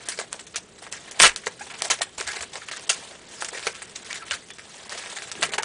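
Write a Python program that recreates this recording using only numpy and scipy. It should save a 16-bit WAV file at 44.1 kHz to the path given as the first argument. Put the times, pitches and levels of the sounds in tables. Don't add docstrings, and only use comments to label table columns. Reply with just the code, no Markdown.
import sys
import numpy as np
from scipy import signal
from scipy.fft import rfft, irfft, next_fast_len
from scipy.io import wavfile
from scipy.ndimage import uniform_filter1d, map_coordinates

SR = 44100
rng = np.random.default_rng(int(sys.argv[2]) if len(sys.argv) > 2 else 0)


def linear_from_db(decibels):
    return 10 ** (np.asarray(decibels, float) / 20)


def to_wav(s):
    ch = np.atleast_2d(s).T
    pcm = np.round(np.clip(ch, -1, 1) * 32767)
    wavfile.write(sys.argv[1], SR, pcm.astype(np.int16))


N = 248724
TIME = np.arange(N) / SR

# start in seconds, peak in dB, brightness in dB, decay by 60 dB in seconds.
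FOLD_SPILLS = [(.052, -27, -8, 0.37), (.187, -8.5, -10, 0.11), (.316, -26, -13, 0.26),
               (.819, -25, -8.5, 0.2), (.864, -12, -31, 0.047), (.913, -28, -3, 0.55),
               (1.459, -22, 4, 0.08), (1.467, -9, -35, 0.06), (1.665, -18.5, -12, 0.077),
               (1.708, -18.5, -35, 0.085), (1.818, -17, -3, 0.15), (1.845, -13, -6, 0.1),
               (1.85, -21, -2, 0.17), (1.986, -18, -14, 0.066), (2.008, -10, -25, 0.05),
               (2.208, -11, -5.5, 0.051), (2.334, -21.5, -17, 0.51), (2.407, -17.5, -10, 0.069),
               (2.424, -15, -3, 0.059), (2.529, -20.5, -6, 0.1), (2.553, -15, -9.5, 0.12),
               (3.406, -23, 5, 0.081), (3.42, -5.5, -35, 0.042), (3.525, -25, -9, 0.24),
               (3.819, -22.5, -2.5, 0.085), (4.894, -22.5, -9.5, 0.27), (4.976, -21, -6, 0.089),
               (5.164, -19.5, -6, 0.092), (5.518, -21, -3, 0.12), (5.525, -18, -6, 0.16),
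               (5.581, -8, -30, 0.07), (4.261, -22, -8, .07), (4.085, -25, -15, .12), (.075, -24, -30, .1),
               (3.69, -24, -25, .08), (1.165, -30, -20, .1)]
CREASE_SPILLS = [(.174, -19.5, -9, 0.056), (.393, -22, -7.5, 0.075), (.539, -16, -16, 0.12),
                 (.559, -13, -4.5, 0.09), (.924, -23, -20, 0.2), (1.082, -16, -29, 0.044),
                 (1.359, -18.5, -4.5, 0.12), (1.592, -26.5, -9, 0.28), (1.612, -21, -7.5, 0.21),
                 (1.739, -19, -24, 0.13), (1.807, -21, -13, 0.077), (1.9, 0.5, -6.5, 0.062),
                 (1.907, -6.5, -5.5, 0.13), (2.177, -17.5, -10, 0.32), (2.267, -15.5, -10, 0.31),
                 (2.612, -24, -12, 0.12), (2.711, -12, -9.5, 0.1), (3.545, -18, -16.5, 0.41),
                 (3.626, -19, -11.5, 0.38), (3.667, 3, -28, 0.04), (4.102, -15.5, -13.5, 0.15),
                 (4.154, -19.5, -5.5, 0.12), (4.209, -26.5, -29, 0.42), (4.308, -12.5, -17, 0.13),
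                 (4.329, -12.5, -12, 0.12), (4.918, -18.5, -10.5, 0.21), (5.221, -21, -8, 0.11),
                 (5.423, 3.5, -18.5, 0.084), (5.491, -11.5, -15, 0.033), (5.537, 0, -20, 0.04),
                 (5.58, 0, -26, .055), (.35, -34, 6, .07), (1.518, -33, 0, .05), (5.32, -24, 6, .04),
                 (2.016, -10, -3, .07), (3.972, -24, -10, .08), (2.258, -26, -8, .06),
                 (4.875, -28, -15, .08)]
CRINKLE_SPILLS = [(.085, -15.5, -3, 0.17), (.118, -18, -9.5, 0.11), (.326, -29, -34, 0.061),
                  (.467, -30, -4, 0.093), (1.111, -36, 15, 0.056), (1.198, 3, -2, 0.03),
                  (1.204, -10, -1, 0.019), (1.698, -13.5, -23, 0.12), (1.783, -22.5, -9, .12),
                  (1.929, -31, -7, .1), (2.014, -8, -10.5, 0.03), (2.68, -17.5, -16, 0.11),
                  (2.762, -20.5, -7, 0.12), (2.877, -32, 1, 0.065), (2.892, -5, -3, 0.14),
                  (3.444, -13, -2.5, 0.062), (3.481, -20, -4, 0.069), (3.746, -26, -16, 0.41),
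                  (3.956, -14.5, -4, 0.077), (4.048, -28.5, -11, 0.49), (4.127, -18.5, -7.5, 0.19),
                  (4.264, -23.5, -11.5, 0.49), (4.501, -17, -30, 0.05), (4.584, -22.5, -15.5, 0.14),
                  (5.036, -18, -40, 0.034), (5.185, -19.5, -16, 0.07), (5.315, -24, 2, 0.04),
                  (5.352, -19, -25, 0.14), (5.409, -21, -5, 0.12), (5.631, -12, -8, 0.03),
                  (.685, -37.5, -4, 0.062), (2.31, -17.5, -15, 0.092), (2.35, -16.5, -15, 0.22),
                  (2.806, -36, 6, 0.052), (3.57, -12.5, -26, .08), (3.85, -35, 2, 0.053),
                  (3.877, -26, -20, 0.054), (4.484, -30, -5, 0.042), (5.45, -13, -5, 0.062),
                  (5.624, -22, 4, 0.022), (.775, -40, -8, 0.4), (1.435, -24, -20, .15),
                  (.95, -25, -12, 0.18), (2.69, -30, -10, .06), (2.37, -28, -8, .1), (4.385, -43, -22, .2)]
# time in seconds, effort in dB, brightness in dB.
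FINGER_RUSTLE = [(0, -44, -3.5), (.64, -60, 13.5), (.76, -56.5, 4), (1.16, -42.5, -8.5), (1.65, -52, 2),
                 (1.85, -36, -5), (2.03, -51.5, 3), (3, -39.5, -3), (3.24, -49.5, -4.5), (3.33, -39.5, 0),
                 (3.53, -41.5, -1.5), (3.99, -47.5, 0.5), (4.18, -44.5, -8), (4.49, -50.5, 5),
                 (4.79, -44, -4.5), (5.06, -37, -3.5), (5.37, -42.5, 0), (5.64, -45, -21)]
# time in seconds, effort in dB, brightness in dB.
LONG_RIP = [(1.187, -57, -1), (1.195, -28, 8), (1.201, -21, -10), (1.212, -20.5, 6), (1.23, -17, 6),
            (1.245, -13, -7), (1.262, -16.5, -2), (1.279, -21.5, -1), (1.288, -29.5, -12), (1.32, -50, -4),
            (1.35, -66, -1)]
# fibres, body, upper fibres, edge, all in dB.
RUSTLE_MIX_DB = [-8.5, -13, -6, -2.5]
RIP_MIX_DB = [0.7, -12.5, -2, 0.9]
BRIGHTNESS_GAIN = np.array([[-.55], [-.6], [.1], [.55]])
# frequency in Hz, density in dB per Hz.
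FIBRE_COLOUR = [(700, -25.5), (1150, -5.5), (1700, 2), (2300, -1), (3300, -15.5)]
BODY_COLOUR = [(90, -31.5), (220, -26), (420, 0), (800, 2), (1150, -2), (1700, -28)]
UPPER_COLOUR = [(1900, -26.5), (2700, -2.5), (3600, -2), (4700, -4), (6500, -19.5)]
EDGE_COLOUR = [(3300, -34), (4900, -4.5), (6500, -1.5), (8000, -1), (10000, -8)]
# start
# in seconds, peak in dB, centre in Hz.
SHARP_SNAPS = [(.087, -8, 8000), (.329, -9, 7280), (.5595, -8, 6110), (.9257, -11.5, 5500),
               (1.3616, -12, 3920), (1.469, -10, 1840), (1.821, -4, 5090), (1.851, -14, 6550),
               (1.9015, -9, 2270), (1.91, -3, 6000), (2.0179, -7, 4200), (2.201, -16, 2260),
               (2.21, -10, 5500), (2.2755, -10, 4300), (2.333, -19, 3820), (2.5563, -18, 4500),
               (2.687, -18, 2700), (2.714, -16, 2000), (2.895, -7, 4000), (3.423, -14, 1630),
               (3.447, -13, 6380), (3.67, -7, 1810), (3.962, -17, 5670), (4.1294, -12, 4000),
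               (4.3105, -9.5, 3000), (5.316, -15, 4500), (5.428, -5, 3600), (5.5365, -9, 3000),
               (5.5835, -11, 1650), (5.6323, -11, 8000)]
GLUE_SNAPS = [(1.2002, 1, 2160), (1.2011, 2, 2600), (1.206, 3, 3100), (1.2068, 1, 1900), (1.2191, 3, 7500),
              (1.2196, 4, 7100), (1.2252, 2, 8380), (1.2257, 2, 7800), (1.2328, 2, 7000), (1.2385, 0, 1390),
              (1.2415, 1, 1390), (1.2445, 0, 1600), (1.2475, -2, 1500), (1.2522, -2, 1700),
              (1.2535, -1, 1400), (1.2585, -2, 1600), (1.267, -6, 2200), (1.2722, -7, 1900),
              (1.2785, -11, 7000), (1.2145, -5, 6500), (1.236, -2, 8500), (1.294, -14, 2400),
              (1.298, -17, 7600), (1.318, -22, 2500)]
PAPER_TICKS = [(0.1895, -14, 2290), (.468, -28, 6240), (0.5454, -26, 2100), (.868, -26, 1790),
               (1.1192, -21, 6800), (2.2262, -21, 5500), (2.3, -26, 1650), (2.408, -21, 2400),
               (3.82, -20, 2010), (4.109, -21, 1960), (4.5055, -27, 2700), (4.585, -24, 2500),
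               (4.895, -19, 3700), (4.92, -27, 1920), (4.977, -20, 1940), (5.0377, -24, 2200),
               (5.186, -21, 1870), (5.2216, -21, 2300), (5.3534, -23, 2700), (5.4232, -8.5, 1920),
               (.5497, -27, 2000), (1.1128, -21, 6100), (1.907, -6, 5500), (1.9145, -6, 3000),
               (2.0195, -11, 3800), (2.213, -17, 1500), (2.278, -15, 4300), (2.285, -18, 1700),
               (2.3195, -21, 4800), (2.427, -22, 6500), (2.719, -21, 1700), (2.7695, -24, 2300),
               (2.7964, -23, 4900), (3.0268, -28, 2900), (3.254, -34, 4000), (3.548, -24, 1800),
               (3.575, -23, 1900), (3.5948, -21, 3000), (3.6279, -20, 3500), (3.752, -28, 3000),
               (3.878, -34, 2000), (4.0471, -27, 4900), (4.158, -21, 1900), (4.2827, -26, 1900),
               (4.3225, -21, 2500), (4.338, -19, 2000), (4.501, -36, 2700), (4.537, -33, 7700),
               (5.4365, -13, 2500), (5.626, -26, 4000),
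               (.3411, -29, 1600), (.3937, -28, 2200), (.4714, -27, 6500), (.6602, -42, 7500),
                (.9076, -34, 8000), (1.0964, -34, 2000), (1.5251, -32, 6000), (1.741, -27, 2300),
                (1.7526, -25, 6000), (1.7545, -28, 2000), (1.8059, -27, 2000), (1.8924, -29, 5000),
                (1.9894, -25, 2000), (2.3356, -24, 4500), (2.3433, -22, 2600), (2.6809, -31, 2200),
                (3.2158, -35, 2000), (3.3958, -28, 6000), (3.7474, -29, 2500), (3.7917, -32, 2000),
                (3.8966, -31, 6000), (3.9547, -31, 2400), (4.0509, -29, 5500), (4.3147, -17, 4000),
                (4.4242, -37, 2100), (4.6828, -36, 6000), (4.8519, -31, 5500), (5.0103, -26, 4500),
                (5.3205, -19, 7000), (5.3964, -31, 1800), (5.5374, -16, 6000), (5.429, -8, 2800),
                (5.4335, -9, 7500), (5.634, -15, 1500)]
# start in seconds, length in seconds, pitch in Hz,
# end pitch in Hz, level in dB, overtones in dB, roughness (no unit).
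FINGER_SQUEAKS = [
    (1.608, 0.024, 790, 860, -34, -7, 1),
    (2.069, 0.012, 810, 835, -43, -9, 1),
    (4.203, 0.016, 1650, 1450, -40, -30, .7),
    (4.218, 0.026, 1350, 1300, -39, -30, .5),
    (4.505, 0.028, 3470, 3430, -44, -29, .15),
    (4.53, 0.025, 3450, 3430, -58, -29, .2),
    (2.272, .042, 1650, 1600, -37, -30, 1),
    (5.589, .02, 850, 950, -27, -30, .6),
    (4.42, .04, 2050, 2000, -54, -30, 1.2),
]
# multiple of the pitch, level in dB.
SQUEAK_OVERTONES = [(2, 6), (3, 1), (4, -14)]
# time in seconds, level in dB.
FOREARM_RUB = [
    (5.3, -94),
    (5.36, -48),
    (5.44, -43),
    (5.51, -49),
    (5.64, -65),
]
# frequency in Hz, width in Hz, level in dB.
TABLE_MODES = [(209, 70, -14), (404, 120, -13.5)]
# start in seconds, pitch in Hz, level in dB.
HAND_THUMPS = [(.188, 534, -28.5), (1.206, 181, -34), (1.468, 470, -23.5), (1.47, 90, -55),
               (2.009, 716, -25), (2.205, 420, -30.5), (2.25, 70.6, -52), (2.4, 78.5, -50),
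               (3.422, 810, -24.5), (3.668, 465, -21), (3.669, 169, -47.5), (4.311, 82.5, -54),
               (5.582, 810, -21.5), (5.6, 900, -32), (1.9, 700, -28), (1.4685, 1050, -25), (1.2, 560, -27),
               (1.235, 52, -46), (3.562, 600, -36), (3.58, 480, -38), (3.695, 500, -36), (1.48, 480, -32),
               (3.55, 477, -35), (5.394, 337, -37), (5.423, 476, -40), (5.427, 785, -55), (5.488, 420, -34),
               (2.99, 514, -41), (3.115, 605, -40), (3.155, 555, -42.5), (0.961, 544, -47),
               (3.527, 462, -37)]
# frequency in Hz, decay by 60 dB in seconds.
ROOM_DECAY = [(200, 0.15), (2000, 0.17), (9000, 0.098)]
# frequency in Hz, density in dB per Hz.
HUSH_COLOUR = [(15, -13), (109, 1), (450, -0.5), (770, -8.5), (1340, -8.5), (3920, -12), (7520, -48),
               (10500, -83)]
# start in seconds, lower edge in Hz.
TREBLE_HOLES = [(.044, 5000), (.076, 5000), (.456, 4500), (.535, 6000), (.546, 4800), (.67, 7000),
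                (4.1335, 3500), (4.23, 5500), (.902, 3000), (1.099, 5000), (1.349, 2800), (1.728, 3500),
                (1.809, 4000), (1.888, 5500), (2.001, 3000), (2.253, 7500), (2.484, 6500), (2.65, 6500),
                (2.783, 6000), (2.86, 5000), (2.882, 1200), (3.275, 6000), (3.51, 5000), (3.802, 8000),
                (4.034, 5000), (4.243, 5000), (4.293, 5000), (4.522, 6500), (4.882, 3500), (5.304, 3000),
                (5.508, 2800), (5.569, 800), (5.612, 3500), (2.701, 5500), (2.734, 8000), (2.776, 6500),
                (2.798, 7000), (4.511, 5000), (4.573, 4500), (3.73, 3500), (3.86, 4000)]


def unit(x):
    return x / np.sqrt(np.mean(x ** 2) + 1e-20)


def along(points, hz):
    f, v = np.transpose(points)
    return np.interp(np.log(hz + 1), np.log(f + 1), v)


def curves(rows):
    s, *columns = np.transpose(rows)
    return [np.interp(TIME, s, column, -120, -120) for column in columns]


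def wobble(rate):
    knots = rng.standard_normal(int(N * rate / SR) + 4)
    return map_coordinates(knots, [TIME * rate])


def filtered(x, response):
    m = next_fast_len(N + SR // 2)
    return irfft(rfft(x, m) * response(np.fft.rfftfreq(m, 1 / SR)), m)[..., :N]


def causal(x, spectrum):
    gain = linear_from_db(along(spectrum, np.fft.rfftfreq(4096, 1 / SR)))
    cepstrum = irfft(np.log(gain))
    cepstrum[1:2048] *= 2
    cepstrum[2049:] = 0
    pulse = irfft(np.exp(rfft(cepstrum)))
    return signal.fftconvolve(x, pulse / np.linalg.norm(pulse))[:N]


def paper():
    force = spills() * crackle(rate=650, spread_db=3.5, share=.22, clump_db=2.2, patchy_db=3.8)
    rustle = parts(FINGER_RUSTLE, RUSTLE_MIX_DB)
    force += rustle * crackle(rate=500, spread_db=4, share=.2, clump_db=1.9, patchy_db=3.0)
    rip = parts(LONG_RIP, RIP_MIX_DB)
    force += rip * crackle(rate=1200, spread_db=3, share=.3, clump_db=1.4, patchy_db=2.6)
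    colours = (FIBRE_COLOUR, BODY_COLOUR, UPPER_COLOUR, EDGE_COLOUR)
    return snaps() + sum(causal(row, colour) for row, colour in zip(force, colours))


def spills():
    power, t = np.zeros((4, N + SR)), np.arange(SR // 4) / SR
    # events, body in dB, rise in seconds
    kinds = [(FOLD_SPILLS, -12.5, .0036), (CREASE_SPILLS, -19, .0027), (CRINKLE_SPILLS, -26.5, .0033)]
    for events, body_db, rise in kinds:
        for s, db, edge_db, t60 in events:
            part_db = np.array([[-15], [body_db - 5.0], [.5 * edge_db - 12.5], [edge_db - 4.5]])
            decay = linear_from_db(-60 * t / np.clip(t60, .02, .4))
            shape = decay * (1 - np.exp(-t / np.clip(rise, .0003, .02)))
            power[:, round(s * SR):][:, :len(t)] += (linear_from_db(db + part_db) * shape) ** 2
    return np.sqrt(power[:, :N])


def parts(rows, parts_db):
    db, bright = curves(rows)
    return linear_from_db(db + np.reshape(parts_db, (-1, 1)) + BRIGHTNESS_GAIN * np.clip(bright, -30, 30))


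def crackle(rate, spread_db, share, clump_db, patchy_db):
    luck = rng.random((2, N))
    sizes = linear_from_db(-spread_db * np.log(luck[1] + 0.11))
    clicks = unit((luck[0] < rate / SR) * sizes)
    clicks = uniform_filter1d(clicks, size=24) * np.sqrt(24)
    share = np.clip(share, 0, 1)
    gain = np.sqrt(1 - share + share * clicks ** 2) * linear_from_db(clump_db * wobble(90))
    noise = patchy(rng.standard_normal((4, N)), patchy_db)
    return np.array([unit(row) for row in gain * noise])


def patchy(x, depth_db):
    z = signal.stft(x, nperseg=256)[2]
    field = uniform_filter1d(rng.standard_normal(z.shape), size=7, axis=-2)
    field = uniform_filter1d(field, size=4, axis=-1)
    return signal.istft(z * linear_from_db(depth_db * unit(field)), nperseg=256)[1][..., :N]


def snaps():
    out, t = np.zeros(N + SR), np.arange(SR // 20) / SR
    events = SHARP_SNAPS + GLUE_SNAPS + PAPER_TICKS
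    for (s, db, hz), noise in zip(events, rng.standard_normal((len(events), len(t)))):
        ring = np.sin(2 * np.pi * hz * t) * np.exp(-hz * t / 1.4)
        crack = unit(uniform_filter1d(noise, size=1 + int(9000 / hz))) * linear_from_db(-60 * t / .007)
        snap = ring + .5 * crack
        out[round(s * SR):][:len(t)] += linear_from_db(db + .2) * snap / np.abs(snap).max()
    return filtered(out[:N], lambda f: (1j * f / (436 + 1j * f)) ** 2)


def squeaks():
    out = np.zeros(N)
    for s, length, hz, end_hz, db, over_db, rough in FINGER_SQUEAKS:
        u = np.clip((TIME - s) / length, 0, 1)
        pitch = (hz + u * (end_hz - hz)) * (1 + .03 * rough * wobble(300))
        phase = 2 * np.pi * np.cumsum(pitch) / SR
        tone = np.sin(phase) + sum(linear_from_db(d + over_db) * np.sin(k * phase) for k, d in SQUEAK_OVERTONES)
        out += linear_from_db(db + 3.3 * rough * wobble(310)) * np.sin(np.pi * u ** 0.73) * tone
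    return out


def table():
    def modes(f):
        return sum(linear_from_db(db) * 1j * f * w / (c * c - f * f + 1j * f * w) for c, w, db in TABLE_MODES)

    rub, tremor = linear_from_db(-2.5 + curves(FOREARM_RUB)[0]), linear_from_db(-57.5)
    out = (rub + tremor) * unit(filtered(rng.standard_normal(N), modes))
    for s, hz, db in HAND_THUMPS:
        u = np.clip((TIME - s) * hz, 0, None)
        out += linear_from_db(db) * np.sin(2 * np.pi * u) * u * np.exp(1 - u / 1.13)
    return out


def puff():
    start_s, length_s, level_db = 1.205, .06, -32
    u = np.clip((TIME - start_s) / length_s, 0, None)
    return linear_from_db(level_db) * np.sin(2 * np.pi * u) * u * np.exp(1 - u * 2.1)


def room(x):
    hz, t, z = signal.stft(rng.standard_normal(SR // 2), SR, nperseg=256)
    decay = linear_from_db(-60 * t / along(ROOM_DECAY, hz)[:, None])
    tail = signal.istft(z * decay, SR, nperseg=256)[1]
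    return signal.fftconvolve(np.pad(x, (130, 0)), tail / np.linalg.norm(tail))[:N]


def hush():
    return linear_from_db(-54 + 1.2 * wobble(6)) * causal(rng.standard_normal(N), HUSH_COLOUR)


def scene():
    near = paper() + squeaks() + table()
    return (near + linear_from_db(-14.0) * room(near) + puff() + hush())[None]


def starved(x, depth_db):
    hole_s, stray_share, stray_hz = .0105, .075, 4500
    hz, t, z = signal.stft(x, SR, nperseg=128)
    hole = np.zeros(z.shape[1:])
    for s, edge_hz in TREBLE_HOLES:
        hole += np.outer(np.clip((hz - edge_hz) / 1200 + .5, 0, 1), (t > s) & (t < s + hole_s))
    cells = rng.random((len(hz) // 3 + 1, len(t) // 8 + 1)) < stray_share
    cells = cells.repeat(3, 0).repeat(8, 1)[:len(hz), :len(t)]
    hole += .9 * cells * (hz[:, None] > stray_hz)
    uneven = uniform_filter1d(2 * rng.random(hole.shape), size=3, axis=0)
    return signal.istft(z * linear_from_db(-depth_db * hole * uneven), SR, nperseg=128)[1][:, :N]


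def splatter(x):
    low_hz, high_hz, shift_hz = 11900, 15600, 5800
    air = filtered(x, lambda hz: hz > low_hz - shift_hz) * np.cos(2 * np.pi * shift_hz * TIME)
    air = air * np.sqrt(np.abs(uniform_filter1d(air ** 2, size=60))) / .2
    air = air * (uniform_filter1d(x ** 2, size=2600) > linear_from_db(-16) ** 2)
    return linear_from_db(-24.5) * filtered(air, lambda hz: np.clip(np.minimum(hz - low_hz, high_hz - hz) / 300, 0, 1))


def low_pass(x):
    return signal.sosfilt(signal.butter(12, 15500, fs=SR, output="sos"), x)


def record(dry):
    top_hz = 10150
    x = starved(dry, depth_db=16.0)
    x = filtered(x, lambda hz: hz < top_hz)
    x = x / (1 + np.abs(x / .84) ** 6) ** (1 / 6)
    x = filtered(x, lambda hz: np.clip((top_hz - hz) / 150, 0, 1))
    return low_pass(x + splatter(x))


dry = scene()
out = record(dry)
to_wav(out)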